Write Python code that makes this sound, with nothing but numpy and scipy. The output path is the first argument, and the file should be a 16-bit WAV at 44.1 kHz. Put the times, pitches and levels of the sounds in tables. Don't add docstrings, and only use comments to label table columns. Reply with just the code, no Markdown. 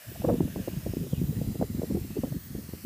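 import sys
import numpy as np
from scipy import signal
from scipy.fft import rfft, irfft
from scipy.io import wavfile
from scipy.ndimage import uniform_filter1d, map_coordinates

SR = 44100
rng = np.random.default_rng(int(sys.argv[2]) if len(sys.argv) > 2 else 0)


def put_to_file(sound):
    columns = np.atleast_2d(sound).T
    safe = np.clip(columns, -1, 1)
    whole_steps = np.round(safe * 32767)
    wavfile.write(sys.argv[1], SR, whole_steps.astype(np.int16))


def decibels_to_gain(level_db):
    exponent = np.asarray(level_db, float) / 20
    return 10 ** exponent


N = 125685

# t/s, level/dB
BREEZE_LEVEL = [(0, -72), (.065, -63), (.085, -49), (.2, -43.5), (.3, -27), (.5, -42), (1.09, -44.5),
                (1.14, -37.5), (1.53, -35), (1.57, -57), (1.6, -26.5), (1.67, -43.5), (1.72, -37),
                (2.03, -39.5), (2.38, -50.5), (2.41, -48.5), (2.55, -42.5), (2.82, -47.5)]
# t/s, spread/s,
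# level/dB, f/Hz
EDGE_TONES = [(0.12, 0.0025, -42, 394), (.16, 0.0048, -45.5, 671), (0.221, 0.0018, -38.5, 605),
              (0.248, 0.0046, -24.5, 503.3), (.271, 0.0023, -55, 484), (0.287, 0.0052, -22, 486.4),
              (.303, 0.0041, -21, 559.3), (0.319, 0.015, -29.5, 465.6), (.353, 0.0074, -35.5, 490.5),
              (0.479, 0.0022, -40.5, 481), (.561, 0.0014, -34.5, 454), (.298, 0.0051, -40.5, 1038),
              (.585, 0.013, -49.5, 506), (.635, 0.025, -54.5, 526), (1.041, 0.011, -40, 392),
              (1.33, 0.0078, -43, 431), (1.416, 0.0029, -33.5, 473.6), (1.614, 0.001, -22.5, 480.3),
              (1.626, 0.0011, -20.5, 487.2), (1.82, 0.0015, -28, 478), (2.274, 0.0023, -44.5, 519),
              (1.632, 0.0093, -32, 407.3), (1.839, 0.0061, -35.5, 472.2), (1.908, 0.0054, -29.5, 330),
              (1.975, 0.0099, -30.5, 337.8), (1.97, 0.0037, -44, 730), (2.172, 0.0043, -26.5, 403),
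              (1.133, 0.0032, -37, 516), (2.327, 0.002, -40.5, 529), (2.353, 0.0066, -32.5, 282.6),
              (.274, 0.004, -21.5, 149.3), (0.329, 0.0042, -21.5, 206.5), (.578, 0.01, -36, 193),
              (2.129, 0.011, -44, 200), (2.188, .004, -27, 230), (.455, .006, -29, 240),
              (1.786, .004, -31, 260), (2.05, .005, -36, 300), (.25, .003, -41, 1030),
              (.215, 0.007, -38.5, 153.6), (1.601, .007, -29, 202), (1.311, 0.0051, -28.5, 171),
              (1.505, 0.011, -29, 212)]
# t/s, spread/s, level/dB, f/Hz
EARLY_EDDIES = [(0.094, 0.012, -37, 140.3), (0.178, 0.0016, -39, 182), (0.201, 0.0039, -32, 146),
                (0.249, 0.0047, -23, 356.5), (0.292, 0.0051, -19, 367.6), (0.342, 0.0015, -20.5, 284.6),
                (0.383, 0.0023, -24, 189.5), (0.407, 0.0017, -15.5, 251.6), (0.432, 0.011, -25, 201),
                (0.457, 0.0026, -26.5, 182), (0.483, 0.0089, -35, 232), (0.51, 0.0084, -39, 98),
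                (0.538, 0.0023, -48, 210), (0.562, 0.0015, -24, 340), (0.602, 0.0033, -25.5, 207.5),
                (0.682, 0.00094, -22, 323.4), (0.735, 0.0053, -31.5, 209), (0.767, 0.0035, -23, 164.3),
                (0.792, 0.011, -37, 165.7), (0.865, 0.0023, -22.5, 357.2), (0.898, 0.0064, -27.5, 136.5),
                (0.937, 0.00074, -26, 312), (0.97, 0.0006, -22.5, 255.5), (1.015, 0.015, -28.5, 202),
                (1.067, 0.003, -34, 296.7), (1.134, 0.004, -21, 175), (1.182, 0.0043, -26, 150.7),
                (1.2, 0.0034, -27.5, 161), (1.217, 0.0023, -21.5, 206.8), (1.241, 0.0043, -22.5, 171.8)]
LATE_EDDIES = [(1.294, 0.005, -23.5, 180.6), (1.368, 0.0043, -27, 152), (1.388, 0.0041, -24, 188.4),
               (1.417, 0.0022, -25.5, 169.3), (1.478, 0.0091, -25.5, 168.5), (1.555, 0.0044, -29.5, 317.5),
               (1.618, 0.004, -21, 210), (1.702, 0.0024, -28, 167), (1.75, 0.0021, -26, 167.6),
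               (1.796, 0.0014, -22, 189.8), (1.834, 0.0019, -22.5, 334.6), (1.921, 0.014, -28.5, 248.4),
               (1.95, 0.0031, -20, 235.5), (2.011, 0.0036, -24, 163.6), (2.049, 0.004, -57, 178),
               (2.105, 0.0029, -29.5, 185), (2.159, 0.0015, -31, 220), (2.19, 0.0047, -22.5, 180.2),
               (2.236, 0.001, -18.5, 331.3), (2.281, 0.0073, -37, 248.4), (2.317, 0.0071, -26, 157),
               (2.367, 0.0068, -28.5, 191.5), (2.449, 0.0088, -45, 124), (2.508, 0.0055, -34, 160.6),
               (2.552, 0.0027, -27, 243.3), (2.587, 0.0038, -32.5, 257), (2.691, 0.0031, -34, 167.7),
               (2.737, 0.0019, -31, 263.5), (2.782, 0.0029, -40.5, 182.5), (2.85, 0.0043, -29.5, 227.6)]
# t/s, peak level/dB, f/Hz
TEAR_OFFS = [(.216, -50, 800), (.247, -39, 620), (0.25, -40, 900), (.271, -48, 800), (0.294, -36, 1520),
             (.298, -49, 2000), (.304, -43, 1210), (0.307, -42, 850), (0.322, -38, 790), (.338, -38, 800),
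             (.355, -43, 850), (.4065, -24.5, 790), (0.4067, -38, 1700), (.561, -33.5, 790),
             (.589, -29, 396), (0.596, -32, 454), (.677, -22.5, 460), (.682, -38, 790), (.688, -40, 1800),
             (.711, -48, 2720), (0.7122, -51, 1000), (.741, -44, 750), (0.87, -54, 750), (.863, -38, 694),
             (.937, -42, 600), (1.132, -39.5, 543), (1.555, -42, 550), (1.251, -47, 800), (1.405, -52, 750),
             (1.498, -53, 800), (1.615, -32, 850), (1.626, -29, 844), (1.627, -40, 1500), (1.631, -38, 900),
             (1.819, -55, 750), (1.902, -42, 750), (1.947, -45, 800), (2.107, -43, 750), (2.181, -43, 1100),
             (2.237, -47, 770), (2.322, -44, 795), (2.551, -43, 413), (2.558, -42, 400), (2.693, -42, 420),
             (2.735, -41.5, 720)]
# t/s, length/s, level/dB, f/Hz
SPUTTER_BURSTS = [
    (0.077, .09, -57, 14700),
    (.65, .085, -54, 14600),
    (1.218, 0.14, -52, 14950),
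    (1.204, 0.12, -60, 13200),
    (1.687, 0.18, -56, 15100),
    (2.292, 0.28, -53, 15000),
]
# t/s, length/s, level/dB, first f/Hz, last f/Hz
BRASS_GLINTS = [(0.19, 2.5, -65.5, 6200, 8000), (0.92, 2.65, -68, 3700, 4900), (0.35, 1.7, -68, 4900, 4800),
                (1.15, 0.24, -68.5, 1760, 1850), (1.1, 0.12, -61.5, 3500, 2200),
                (1.34, 0.07, -63.5, 1700, 1800), (1.95, 0.34, -65, 2500, 2900), (.1, .6, -66, 3600, 3500),
                (.68, .12, -64, 2100, 3700), (1.52, 1.3, -66.5, 2010, 1700), (2.8, 1.2, -77, 6100, 11400)]
# f/Hz, width/Hz, level/dB
DRAUGHT_MODES = [(1724, 340, -61), (2710, 710, -60), (5300, 240, -69.5), (614, 125, -62.5)]
# f/Hz, level/dB
JET_SPECTRUM = [(300, -9), (1100, -6), (3300, -5.5), (4300, -6), (10000, -5), (13500, -1.5), (14700, 0.5),
                (15300, 0)]


def unit(x):
    return x / np.sqrt(np.mean(x ** 2, axis=-1, keepdims=True))


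def shaped(x, gain):
    size = x.shape[-1]
    f = np.arange(size // 2 + 1) * SR / size + 1e-3
    return unit(irfft(rfft(x) * gain(f), size))


def hump(hz, rise, fall):
    return lambda f: (f / hz) ** rise / np.sqrt(1 + (f / hz) ** (2 * (rise + fall)))


def band(hz, width_hz):
    noise = rng.standard_normal(N + 1)
    return shaped(noise, lambda f: 1 / np.sqrt(1 + (2 * (f - hz) / width_hz) ** 4))[:N]


def walk(rate):
    k = int(SR / rate)
    once = uniform_filter1d(rng.standard_normal(N), k)
    return unit(uniform_filter1d(once, k))


def waver(noise, hz):
    drift = shaped(noise, lambda f: f * np.exp(-(f / hz) ** 2 * 10))
    phase = 2 * np.pi * np.cumsum(hz * np.exp(0.14 * drift)) / SR
    overtone = decibels_to_gain(-24) * np.sin(2 * phase)
    return np.sqrt(2) * (np.sin(phase) + overtone)


def breeze(t):
    db = np.interp(t, *np.array(BREEZE_LEVEL).T) + 1.5 * walk(46.5)
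    rumble = shaped(rng.standard_normal(N + 1), hump(141, 0.57, 2.324))[:N]
    return decibels_to_gain(db) * rumble


def flutters(t):
    out = np.zeros(N)
    noises = rng.standard_normal((len(EDGE_TONES), 4096))
    for (s, spread, db, hz), noise in zip(EDGE_TONES, noises):
        start = int(s * SR) - len(noise) // 2
        near = slice(start, start + len(noise))
        bell = np.exp(-((t[near] - s) / spread) ** 2 / 2)
        out[near] += decibels_to_gain(db) * waver(noise, hz) * bell
    return out


def snaps(t):
    out = np.zeros(N)
    for s, db, hz in TEAR_OFFS:
        near = slice(int(s * SR) - 512, int(s * SR) + 512)
        cycles = (t[near] - s) * hz
        out[near] += decibels_to_gain(db) * np.sin(2 * np.pi * cycles) * np.exp(-(cycles / 0.44) ** 2 / 2)
    return out


def eddy_slap(phase, db, start_phase):
    swing = np.sin(phase + start_phase) * np.exp(-(phase / 1.73) ** 2 / 2)
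    crack = np.sin(2.5 * phase) * np.exp(-(phase / 1.1) ** 2 / 2)
    return swing + decibels_to_gain(-28.5 + (db + 22) / 2) * crack


def eddy_puff(t, spread, hz, noise):
    attack, decay, wake_s = 1.55, 1.5, 0.0099
    broad = hump(0.99 * hz, 0.14, 2.44)
    colour = lambda f: broad(f) / np.sqrt(1 + (f / (2.48 * hz)) ** (2 * 3.5))
    bell = np.exp(-(t / (np.where(t < 0, attack, decay) * spread)) ** 2 / 2)
    wake = decibels_to_gain(6) * np.exp(-np.abs(t) / np.where(t < 0, spread, wake_s))
    strand = decibels_to_gain(-1.5) * waver(noise[::-1], 0.85 * hz)
    puff = (shaped(noise, colour) + strand) * np.maximum(bell, wake)
    return puff / np.sqrt(np.sum(puff ** 2 * bell) / np.sum(bell ** 3))


def eddies():
    half = 4096
    out = np.zeros(N + 4 * half)
    t = (np.arange(2 * half) - half) / SR
    rows = list(EARLY_EDDIES) + list(LATE_EDDIES)
    noises = rng.standard_normal((len(rows), 2 * half))
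    for (s, spread, db, hz), noise in zip(rows, noises):
        slap = eddy_slap(t * hz * 2 * np.pi, db, 3 * noise[0])
        puff = eddy_puff(t, spread, hz, noise)
        share = decibels_to_gain(-4) * (0.0069 / spread) ** 0.63
        i = int(s * SR) + half
        out[i:i + 2 * half] += decibels_to_gain(db) * (puff + 2 * share * slap) / np.sqrt(1 + share ** 2)
    return out[2 * half:2 * half + N]


def sputters(t):
    out = np.zeros(N)
    for s, length, db, hz in SPUTTER_BURSTS:
        swell = np.exp(-((t - s) / length * 2 - 1) ** 2)
        out += decibels_to_gain(db + 3 * walk(40)) * band(hz, 680) * swell
    return out


def glints(t):
    width_hz = 380
    out = np.zeros(N)
    for s, length, db, first_hz, last_hz in BRASS_GLINTS:
        hz = first_hz + (last_hz - first_hz) * (t - s) / length
        phase = 2 * np.pi * np.cumsum(hz) / SR
        air = band(0, width_hz) * np.cos(phase) + band(0, width_hz) * np.sin(phase)
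        swell = np.exp(-((t - s) / length * 2 - 1) ** 4)
        out += decibels_to_gain(db + 1.5 * walk(6)) * air * swell
    return out


def draught(t):
    fade = 1 / (1 + np.exp((t - 1.03) / 0.074))
    out = np.zeros(N)
    for hz, width_hz, db in DRAUGHT_MODES:
        out += decibels_to_gain(db + 1.8 * walk(9)) * band(hz, width_hz)
    return fade * out


def leak(t):
    near_m, far_m, slide = 0.1, 0.8, 0.04
    hz, db = np.array(JET_SPECTRUM).T
    jet = shaped(rng.standard_normal(N + 1), lambda f: decibels_to_gain(np.interp(np.log(f), np.log(hz), db)))[:N]
    jet = jet * decibels_to_gain(-47 - 0.5 * t + 0.45 * walk(4.9))
    out = jet
    for share in rng.random(12) ** 2:
        path_m = (near_m + share * far_m) * (1 - slide * (t + walk(1.5)))
        image = map_coordinates(jet, [(t - path_m / 343) * SR], mode="mirror")
        out = out + decibels_to_gain(-23) * walk(3.9) * image
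    return out


def scene():
    t = np.arange(N) / SR
    wind = breeze(t) + flutters(t) + snaps(t) + eddies()
    engine = sputters(t) + glints(t) + draught(t) + leak(t)
    return (wind + engine)[None]


def low_pass(x):
    return signal.sosfilt(signal.butter(12, 15460, fs=SR, output="sos"), x)


def record(dry):
    bend, squash = 0.28, 3.4
    x = np.tanh(squash * (dry + bend * dry ** 2)) / squash
    port = signal.butter(3, 53, "high", fs=SR, output="sos")
    top_cut = signal.ellip(14, 0.1, 80, 15310, fs=SR, output="sos")
    x = signal.sosfilt(port, x)
    x = signal.sosfilt(top_cut, x)
    return low_pass(x)


dry = scene()
out = record(dry)
put_to_file(out)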